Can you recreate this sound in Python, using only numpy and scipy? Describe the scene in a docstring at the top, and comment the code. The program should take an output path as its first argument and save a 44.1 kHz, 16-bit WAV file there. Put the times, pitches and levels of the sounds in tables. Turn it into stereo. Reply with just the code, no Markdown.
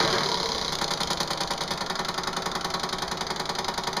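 """A small electric plunger fuel pump primes itself on a workbench, running off a battery.
Dry, the plunger chatters fast against its end stop and the hose sputters into a glass. As liquid arrives
it slows to about ten strokes a second: each impact excites the modes of the bench and rattles the steel
case, and a lighter clack marks the return. Once primed, each return draws in liquid with a short gulp.
The workshop adds brief reverberation, faint air and a deep rumble."""
import sys
import numpy as np
from scipy import signal
from scipy.fft import rfft, irfft, next_fast_len
from scipy.io import wavfile
from scipy.ndimage import uniform_filter1d

SR = 44100
rng = np.random.default_rng(int(sys.argv[2]) if len(sys.argv) > 2 else 0)


def pcm_store(signal):
    """Save signal as 16-bit PCM."""
    levels = np.round(np.clip(np.atleast_2d(signal), -1, 1) * 32767)
    wavfile.write(sys.argv[1], SR, levels.astype(np.int16).T)


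N = 176400
PRIMED_S, FULL_FLOW_S = 1.85, 3.15


def amp(db):
    return 10 ** (np.asarray(db) / 20)


def unit(x):
    return x / np.sqrt(np.mean(x ** 2) + 1e-20)


def along(points, hz):
    """Interpolation of (frequency, value) points on a logarithmic frequency axis."""
    f, v = np.transpose(points)
    return np.interp(np.log(hz + 1), np.log(f + 1), v)


def filtered(x, response):
    """Linear filtering: the spectrum of x is multiplied by a frequency response."""
    n = x.shape[-1]
    m = next_fast_len(n + 8192)
    return irfft(rfft(x, m) * response(np.fft.rfftfreq(m, 1 / SR)), m)[..., :n]


def noise(colour, shape):
    """Spectral shaping: white noise becomes coloured noise of rms 1."""
    return unit(filtered(rng.standard_normal(shape), lambda hz: amp(along(colour, hz))))


def pulse(t, peak_s, power):
    """Gamma envelope: it reaches 1 at peak_s, and a higher power narrows it."""
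    return (t / peak_s * np.exp(1 - t / peak_s)) ** power


def place(times, levels, sounds):
    """Superposition: each sound is added at its time [s] with its gain [dB]."""
    out = np.zeros(N + SR)
    for s, db, sound in zip(times, levels, sounds):
        out[max(0, round(s * SR)):][:len(sound)] += amp(db) * sound
    return out[:N]


def blows(times, levels, colour, attack_s, hold_s, t60_s, alike, grain_db=0):
    """Impact response: densely spaced modes merge into exponentially decaying noise."""
    t = np.arange(SR // 5) / SR
    bursts = noise(colour, (len(times) + 1, len(t)))
    # 'alike' is the share of the power that is the same in every blow
    ringing = np.sqrt(alike) * bursts[0] + np.sqrt(1 - alike) * bursts[1:]
    envelope = np.minimum(t / attack_s, 1) * amp(-60 * np.maximum(t - attack_s - hold_s, 0) / t60_s)
    if grain_db:  # grain breaks the blow into tiny contacts
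        lumps = unit(uniform_filter1d(rng.standard_normal((len(times), len(t))), size=50, axis=1))
        envelope = envelope * unit(amp(grain_db * np.minimum(lumps, 2)))
    return place(times, levels, envelope * ringing)


# spectra of the workshop's air and rumble (frequency [Hz], level [dB])
AIR_SPECTRUM = [(120, -10.5), (200, -2.5), (500, -8.5), (1200, -5), (2500, -26), (4500, -16), (7000, -24.5),
                (10000, -60), (15000, -47)]
RUMBLE_SPECTRUM = [(20, -4), (32, -14), (43, -6.5), (54, -6), (67, -6), (85, -12), (115, -14), (200, -62),
                   (600, -70)]
# course of the rumble (time [s], level [dB])
RUMBLE_LEVELS = [(0, -49), (.8, -45.5), (1.7, -48), (4, -49.5)]

def background():
    """Ambient noise: faint steady air lies over a deep, slowly drifting rumble."""
    rumble_db = np.interp(np.arange(N) / SR, *np.transpose(RUMBLE_LEVELS))
    return amp(-39.5) * noise(AIR_SPECTRUM, N) + amp(rumble_db) * noise(RUMBLE_SPECTRUM, N)


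def fill(s):
    """State of the wet pump at times s: 1 priming, 2 primed, 3 full flow (0 stands for dry)."""
    return 1 + (s > PRIMED_S).astype(int) + (s > FULL_FLOW_S)


# modes of pump and bench (frequency [Hz], t60 [s], dry [dB], priming [dB], primed [dB], full flow [dB])
BENCH_MODES = [(150.8, 0.26, -8, -2, -5.5, -4), (180.9, 0.2, -6, -2.5, -4, -6.5),
               (224.2, 0.12, -10, -4.5, -5.5, -1), (322, 0.23, -16, -10.5, -14, -16),
               (359.2, 0.36, -18.5, -12, -11.5, -13.5), (380.8, 0.32, -10, -11.5, -3.5, -4.5),
               (449.8, 0.18, -4.5, -7.5, -9.5, -4), (501.3, 0.17, -11, -8, -20, -36),
               (569.3, 0.16, -7, -3, -7.5, -5), (662, 0.53, -19.5, -13, -14, -31),
               (672.4, 0.27, -18, -26, -16.5, -13.5), (728, 0.41, -22, -39, -13.5, -15),
               (792.3, 0.35, -12.5, -7.5, -9.5, -5.5), (835.6, 0.27, -17, -20, -13.5, -13),
               (882, 0.15, -20, -34, -15, -11), (944.6, 0.052, 2.5, 3.5, 1.5, 6.5),
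               (971, 0.25, -5.5, -3, -5, -6), (1052, 0.08, -6.5, -2, -11, -12), (1108, 0.12, -6, -9, 1, -4),
               (1287, 0.036, -26, -21, -10, -13), (1394, 0.36, -17.5, -11.5, -17, -25),
               (1480, 0.053, -23, -7, -1.5, -1), (1786, 0.096, -20, -4, -4.5, -5),
               (1820, 0.14, -18, -10, -7.5, -9), (1950, 0.035, -18, -7, -5.5, -9),
               (2156, 0.033, -1.5, -3, -22, -1.5)]
SWELL_S, SWELL_POWER = .022, 1.5  # build-up time of the lowest mode; higher ones are much quicker

def bench(times, levels, states, scatter_db, slip_rad, dull_hz):
    """Modal superposition: each blow excites damped modes, in a balance set by how full the pump is."""
    t = np.arange(SR // 3) / SR
    table = np.array(BENCH_MODES)
    hz, t60, balance = table[:, :1], table[:, 1:2], table[:, 2:].T
    phase = np.pi * (2 * hz * t + np.arange(len(hz))[:, None])  # neighbours swing opposite ways
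    swell = 1 - np.exp(-t / SWELL_S * (hz / hz[0]) ** SWELL_POWER)
    rings = np.exp(1j * phase) * amp(-60 * t / t60) * swell
    rings /= np.hypot(1, hz / dull_hz)  # soft blows spare the high modes
    size, shift = rng.standard_normal((2, len(times), len(hz)))
    weights = amp(balance[states] + scatter_db * size) * np.exp(1j * slip_rad * shift)
    return place(times, levels, (weights @ rings).imag)


# strokes of the empty pump (time [s], level [dB]), and how hard the strokes shake the bench over time (time
# [s], level [dB])
DRY_IMPACTS = [(0.0014, -13.5), (0.0258, -14.5), (0.0486, -18), (0.0757, -17), (0.1012, -16),
               (0.1272, -14.5), (0.1533, -19), (0.182, -17), (0.2067, -21), (0.233, -15), (0.2602, -18),
               (0.2883, -17.5), (0.316, -18), (0.3425, -18), (0.3728, -18), (0.4, -18), (0.4298, -17.5),
               (0.4575, -18), (0.4889, -18), (0.518, -18), (0.548, -18), (0.5805, -18), (0.613, -18),
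               (0.6468, -18), (0.6804, -19)]
DRY_THUMP_LEVELS = [(0.0, -26), (0.2, -28.5), (0.37, -29.5), (0.6, -30.5), (0.72, -32.5)]
# spectra of the empty case, the impact's ping and the bench's knock (frequency [Hz], level [dB])
DRY_CASE_SPECTRUM = [(300, -7), (700, -7.5), (1500, -5), (2150, -5.5), (3000, -14), (4200, -0.5),
                     (5200, 1.5), (6800, -7.5), (8800, -34), (10300, -16.5), (11500, -40), (13000, -20),
                     (15000, -43)]
PING_SPECTRUM = [(2000, -16), (3300, 1.5), (3800, -0.5), (4100, 5), (4500, -1.5), (5100, -7), (5600, -4.5),
                 (8000, -21), (10000, -17.5), (11000, -25), (13200, -27), (16000, -49)]
KNOCK_SPECTRUM = [(60, -29), (120, -26), (170, -3), (300, -24.5), (600, -1.5), (1000, 5), (1600, -6.5),
                  (2100, -1), (3000, -14), (6000, -30)]
REBOUND_SHARE, REBOUND_DB = .35, -7.5  # spacing as a fraction of the cycle; loss at each rebound

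def dry_chatter():
    """Inelastic collision: the unloaded plunger hits its stop and rebounds twice, weaker each time."""
    s, db = np.transpose(DRY_IMPACTS)
    bounce = np.arange(3)[:, None]
    hits = (s + bounce * REBOUND_SHARE * np.gradient(s)).ravel()
    hit_db = (db + bounce * REBOUND_DB).ravel()
    thump_db = np.interp(hits, *np.transpose(DRY_THUMP_LEVELS))
    thump_db += np.repeat(bounce * REBOUND_DB, len(s)) / 2  # the thump loses half as many dB
    case = blows(hits, hit_db - 13.5, DRY_CASE_SPECTRUM,
                 attack_s=0.00055, hold_s=0.00091, t60_s=0.21, alike=0.23)
    ping = blows(hits, hit_db - 5.5, PING_SPECTRUM,
                 attack_s=0.00022, hold_s=0.0019, t60_s=0.021, alike=0.17)
    knock = blows(hits, thump_db - 5.5, KNOCK_SPECTRUM,
                  attack_s=0.0015, hold_s=0.0021, t60_s=0.056, alike=0.2)
    ring = bench(s, thump_db[:len(s)] + 0.5, np.zeros(len(s), int),
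                 scatter_db=3, slip_rad=0.99, dull_hz=3980)
    return case + ping + knock + ring


# spurts from the hose (time [s], level [dB])
HOSE_SPITS = [(0.001, -22.5), (0.042, -27.5), (0.076, -27.5), (0.104, -30.5), (0.133, -25), (0.161, -27),
              (0.184, -36), (0.204, -29.5), (0.23, -36.5)]
# spectrum of a spurt (frequency [Hz], level [dB])
SPIT_SPECTRUM = [(100, -12), (150, 3), (280, -7), (600, -4.5), (900, -4), (1250, -3), (1800, -3.5),
                 (2300, -7.5), (3200, -8), (7000, -39)]

def spits():
    """Transient flow noise: at first the hose spits air and liquid into the glass."""
    s, db = np.transpose(HOSE_SPITS)
    return blows(s, db, SPIT_SPECTRUM,
                 attack_s=0.0005, hold_s=0.0057, t60_s=0.2, alike=0.077, grain_db=-0.5)


# air bubbles in the glass (time [s], starting frequency [Hz], peak level [dB])
BUBBLES = [(0.025, 328, -29), (0.054, 635.5, -26.5), (0.118, 364, -24), (0.152, 458, -32),
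           (0.241, 378.6, -26.5), (0.44, 436.5, -27.5), (0.552, 432, -36)]
GLUG_RISE_PER_S = 0.85  # relative climb of the pitch

def glugs():
    """Bubble resonance: each big bubble in the glass sounds a short rising note."""
    s, hz, db = np.transpose(BUBBLES)
    t = np.arange(SR // 6) / SR
    phase = 2 * np.pi * np.cumsum(hz[:, None] * (1 + GLUG_RISE_PER_S * t), axis=1) / SR
    return place(s, db, pulse(t, peak_s=0.022, power=3) * np.sin(phase))


# strokes against liquid (time [s], thump level [dB], rattle level [dB])
PUMP_STROKES = [(0.72, -32, -29), (0.811, -27.5, -28.5), (0.905, -28.5, -27.5), (1.0014, -28, -29),
                (1.101, -28, -26.7), (1.2002, -27.5, -27), (1.3024, -28, -29), (1.4033, -28, -28),
                (1.5041, -28, -29), (1.6056, -29.5, -30), (1.705, -28.5, -28), (1.8054, -29.5, -31.5),
                (1.8964, -28.5, -29.5), (1.9893, -28, -28.5), (2.0828, -29, -29), (2.176, -28, -29),
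                (2.2701, -28, -30), (2.3637, -28.5, -28.5), (2.4568, -27.5, -28), (2.5498, -28, -28.5),
                (2.6433, -28.5, -29), (2.737, -28.5, -28.5), (2.8305, -28.5, -28), (2.925, -30, -28.5),
                (3.0187, -29, -28), (3.1116, -30, -28), (3.2066, -30.5, -28), (3.3008, -29.5, -29.5),
                (3.3946, -30, -29), (3.49, -29, -28), (3.5839, -29, -28.5), (3.6799, -28.5, -28.5),
                (3.775, -29.5, -27.5), (3.8691, -29, -28.5), (3.965, -28, -27.5)]
# spectra of the steel case, its sharp tick and liquid rustling in the hose (frequency [Hz], level [dB])
CASE_SPECTRUM = [(300, -18), (1000, -21), (2000, -8.5), (3200, 0.5), (4300, 2.5), (5300, 1), (6800, -8),
                 (9000, -22.5), (13000, -24), (16000, -57)]
TICK_SPECTRUM = [(500, -17.5), (2000, -5), (4200, 2), (6500, -2), (8500, -8.5), (10200, -5), (11500, -22.5),
                 (13000, -9.5), (14600, -20.5), (16000, -73)]
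SPLASH_SPECTRUM = [(200, -25), (450, 9), (800, 1), (1400, -3), (2000, -14), (3000, -44)]

def pumping():
    """Impact excitation: each stroke thumps the bench, rattles the case and sends liquid up the hose."""
    s, thump_db, rattle_db = np.transpose(PUMP_STROKES)
    airy = s < PRIMED_S
    ring = bench(s, thump_db + 0.5, fill(s), scatter_db=-0.13, slip_rad=0.069, dull_hz=3900)
    knock = blows(s, thump_db - 3.5, KNOCK_SPECTRUM,
                  attack_s=0.00041, hold_s=0.019, t60_s=0.1, alike=0.92)
    case = blows(s + 0.001004, rattle_db + 2, CASE_SPECTRUM,
                 attack_s=0.0028, hold_s=0.0045, t60_s=0.065, alike=0.2, grain_db=1)
    tick = blows(s + 0.001231, rattle_db + 0.5, TICK_SPECTRUM,
                 attack_s=0.0016, hold_s=0.0046, t60_s=0.012, alike=0.2, grain_db=-1)
    # the case rattles a second time while air is left inside
    again = blows(s[airy] + 0.012, rattle_db[airy] + 1, CASE_SPECTRUM,
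                  attack_s=0.00049, hold_s=0.0013, t60_s=0.077, alike=0.055, grain_db=2.5)
    again += blows(s[airy] + 0.0105, rattle_db[airy] + 2, TICK_SPECTRUM,
                   attack_s=0.0005, hold_s=0.0015, t60_s=0.008, alike=0.2)
    splash = blows(s + 0.036, thump_db + np.where(airy, -6, -12.5), SPLASH_SPECTRUM,
                   attack_s=0.0031, hold_s=0.0051, t60_s=0.12, alike=0.29)
    return ring + knock + case + tick + again + splash


# low notes of the pressure surge in the hose (frequency [Hz], time to peak [s], relative level [dB])
SURGE_TONES = [(167.7, 0.021, -8), (372.7, 0.012, -16)]
SURGE_PRIMING_DB = -5

def surges():
    """Pressure surge: each stroke pushes liquid into the hose with a soft thump, fuller once primed."""
    s, db, _ = np.transpose(PUMP_STROKES)
    t = np.arange(SR // 8) / SR
    surge = sum(amp(level) * pulse(t, peak_s, power=4) * np.sin(2 * np.pi * hz * t)
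                for hz, peak_s, level in SURGE_TONES)
    return place(s, db + SURGE_PRIMING_DB * (s < PRIMED_S), [surge] * len(s))


# blows on the end stop while air is left in the chamber (time [s], level [dB])
STOP_IMPACTS = [(0.7522, -14), (0.841, -11), (0.9356, -12), (1.0322, -11.5), (1.131, -15), (1.2304, -14.5),
                (1.3322, -14.5), (1.4339, -17), (1.5345, -16.5), (1.6349, -18.5), (1.7355, -19)]

def end_stops():
    """Hydraulic damping: a hard steel snap fades, stroke by stroke, as liquid cushions the plunger."""
    s, db = np.transpose(STOP_IMPACTS)
    snap = blows(s, db - 10.5, TICK_SPECTRUM,
                 attack_s=0.00078, hold_s=0.001, t60_s=0.0095, alike=0.65, grain_db=2.5)
    case = blows(s, db - 9, CASE_SPECTRUM, attack_s=0.0015, hold_s=0.0011, t60_s=0.026, alike=0.3)
    return snap + case


# returns of the plunger (time [s], level [dB])
RETURN_IMPACTS = [(0.7858, -26), (0.879, -26.5), (0.974, -28), (1.0726, -26), (1.1722, -27.5),
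                  (1.2749, -27.5), (1.3745, -27), (1.4739, -28.5), (1.5768, -27.5), (1.677, -28),
                  (1.7752, -27), (1.8617, -27.5), (1.9539, -25.5), (2.0477, -25.5), (2.1413, -27.5),
                  (2.2345, -26.5), (2.3292, -27.5), (2.4213, -27.5), (2.5149, -28), (2.6093, -27),
                  (2.702, -26.5), (2.796, -26.5), (2.8901, -26.5), (2.9839, -26), (3.0784, -27.5),
                  (3.1721, -27.5), (3.2671, -27.5), (3.3604, -27), (3.4548, -27.5), (3.5506, -26.5),
                  (3.6445, -26), (3.739, -28), (3.8355, -27), (3.9296, -26)]

def returns():
    """Structure-borne sound: the plunger comes back with a light clack that also nudges the bench."""
    s, db = np.transpose(RETURN_IMPACTS)
    case = blows(s, db + 0.32, CASE_SPECTRUM, attack_s=0.00044, hold_s=0.0023, t60_s=0.048, alike=0.08)
    tick = blows(s, db - 8, TICK_SPECTRUM,
                 attack_s=0.00037, hold_s=0.0032, t60_s=0.0094, alike=0.11, grain_db=1.5)
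    knock = blows(s, db - 6.5, KNOCK_SPECTRUM, attack_s=0.00049, hold_s=0.0011, t60_s=0.086, alike=0.66)
    ring = bench(s, db - 10.5, fill(s), scatter_db=0.8, slip_rad=0.12, dull_hz=450)
    return case + tick + knock + ring


# strength of the intake note (time [s], peak level [dB])
GULP_LEVELS = [(1.85, -32.5), (2.5, -33.5), (3.0, -46), (4.0, -38)]
GULP_HZ, GULP_FALL_HZ_PER_S = 1406, 4400

def gulps():
    """Suction: once primed, each return draws in liquid with a short falling chirp."""
    s = np.array([time for time, _ in RETURN_IMPACTS if time > PRIMED_S])
    t = np.arange(SR // 8) / SR
    detune, size = rng.standard_normal((2, len(s)))
    hz = GULP_HZ * (1 + .015 * detune[:, None]) - GULP_FALL_HZ_PER_S * t
    notes = pulse(t, peak_s=0.0073, power=2) * np.sin(2 * np.pi * np.cumsum(hz, axis=1) / SR)
    db = np.interp(s, *np.transpose(GULP_LEVELS)) + 0.5 * size
    return place(s + 0.00101, db, notes)


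# reverberation time of the workshop (frequency [Hz], t60 [s])
ROOM_DECAY = [(150, 0.21), (1000, 0.67), (4000, 0.33), (10000, 0.21)]
# colour of the sound that feeds the reverberation (frequency [Hz], gain [dB])
ROOM_COLOUR = [(150, -14.5), (700, -4.5), (1200, -2.5), (2000, -2), (4000, -1.5)]
ROOM_DB, ROOM_DELAY_S = -8, .004

def room(x, count=12):
    """Reverberation: each of 'count' stretches of x is convolved with its own decaying noise tail."""
    hz, t, spectra = signal.stft(rng.standard_normal((count, SR // 3)), SR, nperseg=256)
    decay = amp(-60 * t / along(ROOM_DECAY, hz)[:, None])
    tails = signal.istft(spectra * decay, SR, nperseg=256)[1]
    pieces = filtered(x, lambda f: amp(along(ROOM_COLOUR, f))).reshape(count, -1)
    answers = signal.fftconvolve(pieces, tails / np.linalg.norm(tails[0]), axes=1)
    starts = np.arange(count) * pieces.shape[1] / SR
    return place(starts + ROOM_DELAY_S, np.zeros(count), answers)


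LEFT_LAG_S, MONO_BELOW_HZ = 2.15e-5, 840

def scene():
    """Arrival-time difference puts the pump just right of centre; bass reaches both sides together."""
    pump = dry_chatter() + spits() + glugs() + pumping() + surges() + returns() + end_stops() + gulps()
    sound = pump + amp(ROOM_DB) * room(pump) + background()
    lag_s = lambda hz: LEFT_LAG_S * hz ** 2 / (hz ** 2 + MONO_BELOW_HZ ** 2)
    sides = np.array([[-1], [1]])  # left is delayed and right advanced, each by half the lag
    return filtered(sound, lambda hz: np.exp(1j * np.pi * hz * lag_s(hz) * sides))


# dips in the sound at the microphone (frequency [Hz], half-width [Hz], gain [dB])
MIC_NOTCHES = [(2717, 258, -15.5), (5498, 124, -19.5), (7914, 290, -25.5), (11070, 170, -13),
               (11630, 290, -9)]
TOP_HZ = 15600

def record(dry):
    """Frequency response: the microphone has a comb of dips and a steep band limit."""
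    def response(hz):
        dips_db = sum(db / (1 + ((hz - centre) / width) ** 2) for centre, width, db in MIC_NOTCHES)
        return amp(dips_db) / (1 + (hz / TOP_HZ) ** 80)
    return filtered(dry, response)


dry = scene()
out = record(dry)
pcm_store(out)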